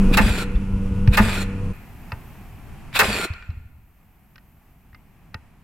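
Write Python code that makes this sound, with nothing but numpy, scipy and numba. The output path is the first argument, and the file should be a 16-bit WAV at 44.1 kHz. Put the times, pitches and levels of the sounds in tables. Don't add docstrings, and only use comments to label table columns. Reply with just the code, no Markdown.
import sys
import numpy as np
from scipy import signal
from scipy.fft import rfft, irfft, next_fast_len
from scipy.io import wavfile
from scipy.ndimage import uniform_filter1d
from numba import njit

SR = 44100
rng = np.random.default_rng(int(sys.argv[2]) if len(sys.argv) > 2 else 0)


def master(y):
    cut = np.clip(np.atleast_2d(y).T, -1, 1)
    pcm = np.round(cut * 32767)
    wavfile.write(sys.argv[1], SR, pcm.astype(np.int16))


N = 248415
T = np.arange(N) / SR
CUT_S = 1.732


def amp(db):
    return 10 ** (np.asarray(db) / 20)


def curve(rows):
    return np.interp(T, *np.transpose(rows))


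def unit(x):
    return x / np.sqrt(np.mean(x ** 2))


def colour(x, points):
    hz, db = np.transpose(points)
    size = next_fast_len(N, True)
    f = np.maximum(np.arange(size // 2 + 1) * SR / size, 1)
    gain = amp(np.interp(np.log(f), np.log(hz), db))
    return irfft(rfft(x, size) * gain, size)[..., :N]


# frequency in Hz, level in dB applied to the side signal.
WIDTH = [(30, -22), (130, -33.5), (500, -25.5), (1000, -16), (2000, -8), (4000, -3.5), (8000, -4.5),
         (16000, 1)]


def stereo(mid, side):
    return mid + colour(side, WIDTH) * np.array([[1], [-1]])


def noise(points):
    return stereo(*unit(colour(rng.standard_normal((2, N)), points)))


def walk(rate):
    knots = rng.standard_normal(4096)
    return 1.2 * np.interp(T * rate, np.arange(len(knots)), knots)


def ring(modes, length=1):
    t = T[:SR // 2]
    total = 0
    for k, (hz, db, t60) in enumerate(modes):
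        decay = amp(db - 60 * t / (t60 * length))
        total = total + decay * np.sin(2 * np.pi * hz * t) * (-1) ** k
    return total


def swell(start, rise):
    u = np.clip((T - start) / rise, 0, 60)
    return u * np.exp(1 - u)


def envelope(start, attack_s, hold_s, release_s):
    early, late = np.maximum(start - T, 0), np.maximum(T - start - hold_s, 0)
    return np.exp(-np.minimum(np.log(1000) * (early / attack_s + late / release_s), 40))


def add(out, start, sound):
    i = int(start * SR)
    out[..., i:i + sound.shape[-1]] += sound[..., :N - i]


@njit
def lowpass(x, hz):
    y, b, l = np.empty(len(x)), 0., 0.
    for i in range(len(x)):
        g = np.tan(np.pi * hz[i] / SR)
        v = (b + g * (x[i] - l)) / (1 + g * (g + 1.2))
        y[i] = l + g * v
        b, l = 2 * v - b, 2 * y[i] - l
    return y


# blow time in seconds, then relative levels in dB of the crack, nail,
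# deck boom, recoil bump, motor wind-up, motor run-on and air puff.
SHOTS = [(0.172, -12, -4.5, 0.5, -2.5, -26.5, -18.5, -11), (1.171, -12, -2.5, 4, -7, -17.5, -19, -16.5),
         (2.992, 1.5, 5, -9.5, -3.5, -19.5, -9, -22.5)]
# frequency in Hz, relative level in dB,
# seconds to fall by 60 dB (each use scales this).
TIMBER = [(430, -8.5, .12), (530, -8.5, .1), (673, -4.5, 0.055), (800, -2, 0.043), (886.4, -3, 0.13),
          (1003, -8.5, .1), (1224, 1, 0.064), (1383, 0, 0.06), (1480, -4.5, 0.098), (1559, -7, 0.11),
          (1790, 1.5, .06), (1934, -2.5, .05), (1892, -4, .06), (2157, -1, .05), (2516, -0.5, .05),
          (2660, 3, .05)]
# frequency in Hz, relative level in dB, seconds to fall by 60 dB.
DECK = [(48, -3.5, 0.27), (105, -1, .15), (193, -9.5, 0.18), (210.7, 3.5, 0.15)]
# frequency in Hz, relative level in dB per Hz.
CRACK = [(300, -21), (1200, 5.5), (2800, -9), (4000, -2.5), (6000, -11), (8000, -10.5), (10000, -15),
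         (12500, -10.5), (16000, -16)]


def nailer(crack_lead_s=.002, crack_rise_s=0.0087, boom_lag_s=.026, boom_rise_s=0.0047, recoil_lag_s=.086,
           blow_db=-11, blow_lag_s=0.0014, blow_rise_s=0.0039, lifter_db=2):
    out = nails() + housing(motor())
    crack, puff = noise(CRACK), buffet()
    t = T[:SR // 2]
    blow = ring(TIMBER, length=1.1) * (1 - np.exp(-t / blow_rise_s))
    boom = ring(DECK) * (1 - np.exp(-t / boom_rise_s))
    for s, crack_db, nail_db, boom_db, recoil_db, _, run_db, puff_db in SHOTS:
        out += lifter(s, run_db + lifter_db)
        out += crack * amp(crack_db) * swell(s - crack_lead_s, crack_rise_s)
        out += puff * amp(puff_db) * swell(s - .005, 0.034)
        add(out, s + blow_lag_s, amp(nail_db + blow_db) * blow)
        add(out, s + boom_lag_s, amp(boom_db) * boom)
        add(out, s + recoil_lag_s, amp(recoil_db) * boom)
    return out


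def since_blow(lead_s=.1):
    blows = np.array(SHOTS)[:, 0]
    return np.maximum(T - blows[np.searchsorted(blows[1:] - lead_s, T)], 0)


NAIL_LAG_S, NAIL_ATTACK_S, NAIL_HOLD_S, NAIL_RELEASE_S = .006, 0.017, 0.021, 0.23
NAIL_FAST_HZ, NAIL_SLOW_HZ, NAIL_SLOWING_S, NAIL_BRAKING = 3350, 720, .031, 5.5


def nails(scrape_db=-8, side_db=4):
    speed = 1 / (1 + (since_blow() / NAIL_SLOWING_S) ** NAIL_BRAKING)
    edge_hz = NAIL_SLOW_HZ + (NAIL_FAST_HZ - NAIL_SLOW_HZ) * speed
    slips = rng.standard_normal((2, N)) * amp(2 * walk(700))
    stud = ring(TIMBER, length=0.54)
    wood = unit(signal.oaconvolve(slips, stud[None], axes=1)[:, :N])
    scrape = unit(colour(slips, [(150, -11.5), (450, -0.5), (1500, -2.5), (2800, -3), (5000, -4.0)]))
    grind = wood + amp(scrape_db) * scrape
    mid, side = (lowpass(lowpass(x, edge_hz), edge_hz) for x in grind)
    force = 0
    for s, _, db, *_ in SHOTS:
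        force = force + amp(db) * envelope(s + NAIL_LAG_S, NAIL_ATTACK_S, NAIL_HOLD_S, NAIL_RELEASE_S)
    return stereo(mid, amp(side_db) * side) * force


# multiple of the rate at which teeth mesh, relative level in dB.
WHINE = [(1, -9), (1.63, -15.5), (3, -10.5), (4, -24), (5, -19), (6, -19)]
# frequency in Hz, relative level in dB per Hz.
GEARS = [(200, 0), (330, -2.5), (550, 0), (900, -4.5), (1400, -5), (2000, -1.5), (2800, -8), (3300, -8.5),
         (4400, -13), (5500, -17.5), (6500, -21.5), (8500, -16.5), (12000, -21.5), (16000, -31.5)]
# frequency in Hz, relative level in dB per Hz.
RASP = [(250, -9.5), (600, -6.5), (1000, -2), (1800, 2), (2600, -0.5), (3100, -8.5), (3800, -3),
        (4500, -10), (6500, -22), (8500, -17.5), (12000, -18), (16000, -23)]
WIND_LEAD_S, WIND_ATTACK_S, WIND_HOLD_S, WIND_RELEASE_S = .032, .055, .01, .08
RUN_LAG_S, RUN_ATTACK_S, RUN_HOLD_S, RUN_RELEASE_S, RUN_SAG_DB_PER_S = 0.04, .07, .219, 0.055, 15.5
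COAST_DB, COAST_RELEASE_S = -21, .27
MESH_FREE_HZ, MESH_LOADED_HZ, MESH_SAG_S = 1839, 1320, .135
WHINE_DB, WHINE_GROWTH_DB_PER_S = -7, 47.5


def motor(knocks_per_mesh=0.13, chatter=.4, waver=0.011):
    loaded_s = np.minimum(since_blow(), RUN_LAG_S + RUN_HOLD_S)
    mesh_hz = MESH_LOADED_HZ + (MESH_FREE_HZ - MESH_LOADED_HZ) * np.exp(-loaded_s / MESH_SAG_S)
    phase = 2 * np.pi * np.cumsum(mesh_hz * (1 + waver * walk(700))) / SR
    knocking = 1 + chatter * np.sin(knocks_per_mesh * phase + walk(90))
    knocking = knocking * amp(1.25 * walk(70))
    partials = sum(amp(db + 3.5 * walk(40)) * np.exp(1j * k * phase) for k, db in WHINE)
    partials = partials * (.5 + .5 * (walk(260) + 1j * walk(260)))
    whine_gain = amp(WHINE_DB + WHINE_GROWTH_DB_PER_S * loaded_s)
    whine = whine_gain * stereo(partials.real, partials.imag)
    winding = running = coasting = 0
    for s, *_, wind_db, run_db, _ in SHOTS:
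        wind = envelope(s - WIND_LEAD_S, WIND_ATTACK_S, WIND_HOLD_S, WIND_RELEASE_S)
        run = envelope(s + RUN_LAG_S, RUN_ATTACK_S, RUN_HOLD_S, RUN_RELEASE_S)
        coast = envelope(s + RUN_LAG_S, RUN_ATTACK_S, RUN_HOLD_S, COAST_RELEASE_S)
        winding = winding + amp(wind_db) * wind
        running = running + amp(run_db - RUN_SAG_DB_PER_S * loaded_s) * run
        coasting = coasting + amp(run_db + COAST_DB) * coast
    rattle = noise(GEARS) * np.maximum(running, coasting)
    return (noise(RASP) * winding + rattle) * knocking + whine * running


# frequency in Hz, width in Hz, lift in dB.
HOUSING = [(1400, 110, 3.5), (2480, 220, 7), (3740, 580, 4.5), (7530, 250, 9)]


def housing(x, inner_db=-7, inner_t60_s=0.071, inner_hz=3000):
    f = np.geomspace(100, 16000, 600)
    lift = sum(db / (1 + (2 * (f - hz) / width) ** 2) for hz, width, db in HOUSING)
    treble = signal.butter(2, inner_hz, "high", fs=SR, output="sos")
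    inner = signal.sosfilt(treble, rng.standard_normal(SR // 16))
    inner = inner * amp(-60 * T[:SR // 16] / inner_t60_s)
    inner = inner / np.linalg.norm(inner)
    x = x + amp(inner_db) * signal.oaconvolve(x, inner[None], axes=1)[:, :N]
    return colour(x, np.column_stack([f, lift]))


def lifter(start, db, first_s=0.11, step_s=0.048, hz=460, sag_hz=40, rise_s=0.002, count=4):
    times = start + first_s + step_s * np.arange(count) + 0.0042 * rng.standard_normal(count)
    knocks = 0
    for k, s in enumerate(times):
        knocks = knocks + swell(s, rise_s) * np.sin(2 * np.pi * (hz - sag_hz * k) * (T - s))
    return amp(db) * knocks


# start in seconds, level in dB,
# tick share in dB, stud share in dB, contact pitch in Hz. All levels are relative.
CLICKS = [(0.556, -24, -2, -2, 3500), (1.075, -14.5, 8, -2.5, 2450), (2.119, -21, 3, 1.5, 980),
          (2.928, -34, 8, -7, 2300), (3.043, -10.5, 22, -8, 2460), (3.335, -25, 19, -2, 4370),
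          (3.424, -13.5, -30, -16, 2390), (3.503, -33, 13, 8.5, 4030), (4.357, -24.5, 6, -23, 1545),
          (4.38, -30.5, 9.5, -14, 1860), (4.93, -34, -1, -7, 1880), (4.946, -24, 1.5, -11, 2085),
          (5.343, -14.5, 8.5, -1, 1860)]
# frequency in Hz, relative level in dB per Hz.
TICK = [(400, -16), (1200, 4), (2800, 3.5), (3400, -9), (4200, -2), (5600, -9), (7000, -29.5), (12000, -22),
        (16000, -33)]
# frequency in Hz, relative level in dB,
# seconds to fall by 60 dB (scaled when played).
NOSE = [(1250, -4.5, .05), (1480, 0, .04), (1860, 0.5, .035), (2300, -4.5, 0.014), (2880, -8, 0.046),
        (3500, -18, .035), (3780, -14.5, .025), (4700, -12, 0.025), (5300, -15.5, .02)]


def clicks(tick_db=-15, steel_db=-13, wood_db=-15, contact_db=-9, contact_t60_s=0.062, tick_rise_s=0.0017):
    out, tick = np.zeros((2, N)), noise(TICK)
    steel, stud = ring(NOSE, length=0.96), ring(TIMBER, length=1.0)
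    for s, db, tick_share_db, stud_db, hz in CLICKS:
        out += tick * amp(db + tick_db + tick_share_db) * swell(s, tick_rise_s)
        contact = ring([(hz, contact_db, contact_t60_s)])
        ringing = amp(steel_db) * steel + amp(wood_db + stud_db) * stud + contact
        add(out, s, amp(db) * ringing)
    return out


# start in seconds, frequency in Hz, relative level in dB.
BUMPS = [(.113, 246, -10.5), (0.236, 46, 2.5), (.302, 52.6, 0.5), (.547, 43.6, -1.5), (0.733, 44.3, -3.5),
         (.905, 49, -6.5), (1.078, 113.3, 6), (1.081, 51, 4), (2.128, 105, -23), (3.303, 83, -2.5),
         (4.932, 89.2, -27), (5.348, 94.4, -18.5), (5.35, 205, -26.5)]
BUMP_RISE_CYCLES = 0.49
ROCK_S, ROCK_HZ, ROCK_DB, ROCK_GAP_S, ROCK_LOSS_DB = 3.491, 78.3, -2.5, 0.079, 10.5


def bumps(shudder_db=-22, shudder_t60_s=0.97, count=3):
    rocks = [(ROCK_S + k * ROCK_GAP_S, ROCK_HZ, ROCK_DB - k * ROCK_LOSS_DB) for k in range(count)]
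    flex = shudder = 0
    for s, hz, db in BUMPS + rocks:
        flex = flex + amp(db) * swell(s, BUMP_RISE_CYCLES / hz) * np.sin(2 * np.pi * hz * (s - T))
        shudder = shudder + amp(db) * envelope(s + 0.0067, .03, 0, shudder_t60_s)
    rumble = noise([(20, -1), (75, 5.5), (130, -6.5), (250, -17.5), (500, -45.5), (3000, -80)])
    return flex + amp(shudder_db) * shudder * rumble


def surroundings(x, db=-21, t60_s=0.89, delay_s=.02):
    tail = noise([(100, -19.5), (500, -6.5), (1200, -0.5), (2600, 2), (3600, -10.0), (7000, -11),
                  (16000, -27.5)])
    tail = (tail * amp(-60 * T / t60_s) * (T > delay_s))[:, :SR]
    return amp(db) * signal.oaconvolve(x, unit(tail) / np.sqrt(SR), axes=1)[:, :N]


SHAFT_HZ = 96.9
# multiple of the shaft rate, relative level in dB.
HUM = [(1, -31), (2, -27.5), (3, -42.5), (4, -50), (5, -42.5)]
# time in seconds, level in dB.
SHAFT_LEVEL = [(0.1, -2.5), (.3, 7), (.55, 10)]
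# frequency in Hz, relative level in dB per Hz.
COMPRESSOR_AIR = [(12, -24), (20, 15), (85, -9), (145, -5.5), (203, -3.5), (345, -23.5), (495, -17),
                  (619, -36.5), (1020, -27.5), (1510, -37.5), (1690, -43), (2640, -32.5), (3700, -48.5),
                  (11600, -51.5), (15800, -73.5)]
OVERTONE_DB, PUMP_DB = 8, -16


def compressor(flutter_db=2.18, buzz_db=-57, order=28):
    phase = 2 * np.pi * np.cumsum(SHAFT_HZ * (1 + 0.0021 * walk(8))) / SR
    buzz = [(k, buzz_db - 0.52 * k + 3 * rng.standard_normal()) for k in range(len(HUM) + 1, order)]
    hum = 0
    for k, db in HUM + buzz:
        lift_db = curve(SHAFT_LEVEL) if k == 1 else OVERTONE_DB
        level = amp(db + lift_db + flutter_db * walk(8.2))
        hum = hum + level * np.sin(k * phase + rng.uniform(0, 2 * np.pi))
    air = noise(COMPRESSOR_AIR) * (1 + 0.071 * np.sin(phase)) * amp(PUMP_DB + 0.61 * walk(22))
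    return (np.sqrt(2) * hum + air) * np.clip((CUT_S - T) / 0.0063, 0, 1)


# frequency in Hz, relative level in dB per Hz.
YARD = [(12, -37), (20, 4), (64, 0), (114, -2.5), (184, -5.5), (259, -10), (295, -15.5), (428, -19.5),
        (514, -25), (745, -16.5), (1480, -24.5), (2570, -25), (3630, -38), (5840, -41), (11000, -41),
        (14300, -62.5), (22000, -120)]
# frequency in Hz, relative level in dB per Hz.
HISS = [(3000, -23.5), (6000, -10.5), (9500, -2.5), (11000, -4.5), (12000, 9.5), (13500, 7), (16000, -1.5)]
# time in seconds, level in dB before the gain control.
HISS_LEVEL = [(1.73, -62.5), (2.3, -61), (2.9, -68), (3.6, -56), (4.5, -56), (5.25, -62), (5.4, -66)]
RUMBLE_DB, RUSH_DB = -41.5, -50.5


def outdoors(split_hz=300):
    air = noise(YARD)
    low, high = (signal.butter(3, split_hz, kind, fs=SR, output="sos") for kind in ("low", "high"))
    rumble = unit(signal.sosfilt(low, air)) * amp(RUMBLE_DB + 1.5 * walk(16.0))
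    rush = unit(signal.sosfilt(high, air)) * amp(RUSH_DB + .7 * walk(9))
    hiss = noise(HISS) * amp(curve(HISS_LEVEL))
    return (rumble + rush + hiss) * np.clip((T - CUT_S) / 0.0036 + 1, 0, 1)


def breeze(db=-49, gust_db=5.0, gusts_per_s=4):
    return buffet() * amp(db + gust_db * walk(gusts_per_s))


def buffet():
    spectrum = [(20, 0.5), (60, -4.0), (150, -9.0), (300, -15.5), (700, -35), (3000, -73)]
    return unit(colour(rng.standard_normal((2, N)), spectrum))


def scene(click_echo_db=-12):
    shots, touches = nailer(), clicks()
    echo = surroundings(shots + amp(click_echo_db) * touches)
    return shots + touches + echo + bumps() + compressor() + outdoors() + breeze()


THRESHOLD_DB, RATIO, RECOVERY_DB_PER_S = -15, 4.5, 3


def gain_control(x, window_s=0.0061, attack_s=0.0006, bass_hz=400):
    no_bass = signal.butter(2, bass_hz, "high", fs=SR, output="sos")
    sensed = signal.sosfilt(no_bass, x)
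    power = uniform_filter1d(np.mean(sensed ** 2, axis=0), int(window_s * SR))
    over_db = 10 * np.log10(np.maximum(power / amp(THRESHOLD_DB) ** 2, 1))
    recovered_db = RECOVERY_DB_PER_S * T[:len(power)]
    duck_db = np.maximum.accumulate(over_db * (1 - 1 / RATIO) + recovered_db) - recovered_db
    pole = np.exp(-1 / (attack_s * SR))
    return x * amp(-signal.lfilter([1 - pole], [1, -pole], duck_db))


TOP_HZ = 15900


def record(dry):
    parts = np.split(dry, [int(CUT_S * SR)], axis=1)
    held = np.hstack([gain_control(part) for part in parts])
    top_cut = signal.ellip(10, .2, 80, TOP_HZ, fs=SR, output="sos")
    return signal.sosfilt(top_cut, np.clip(held, -1, 1))


dry = scene()
out = record(dry)
master(out)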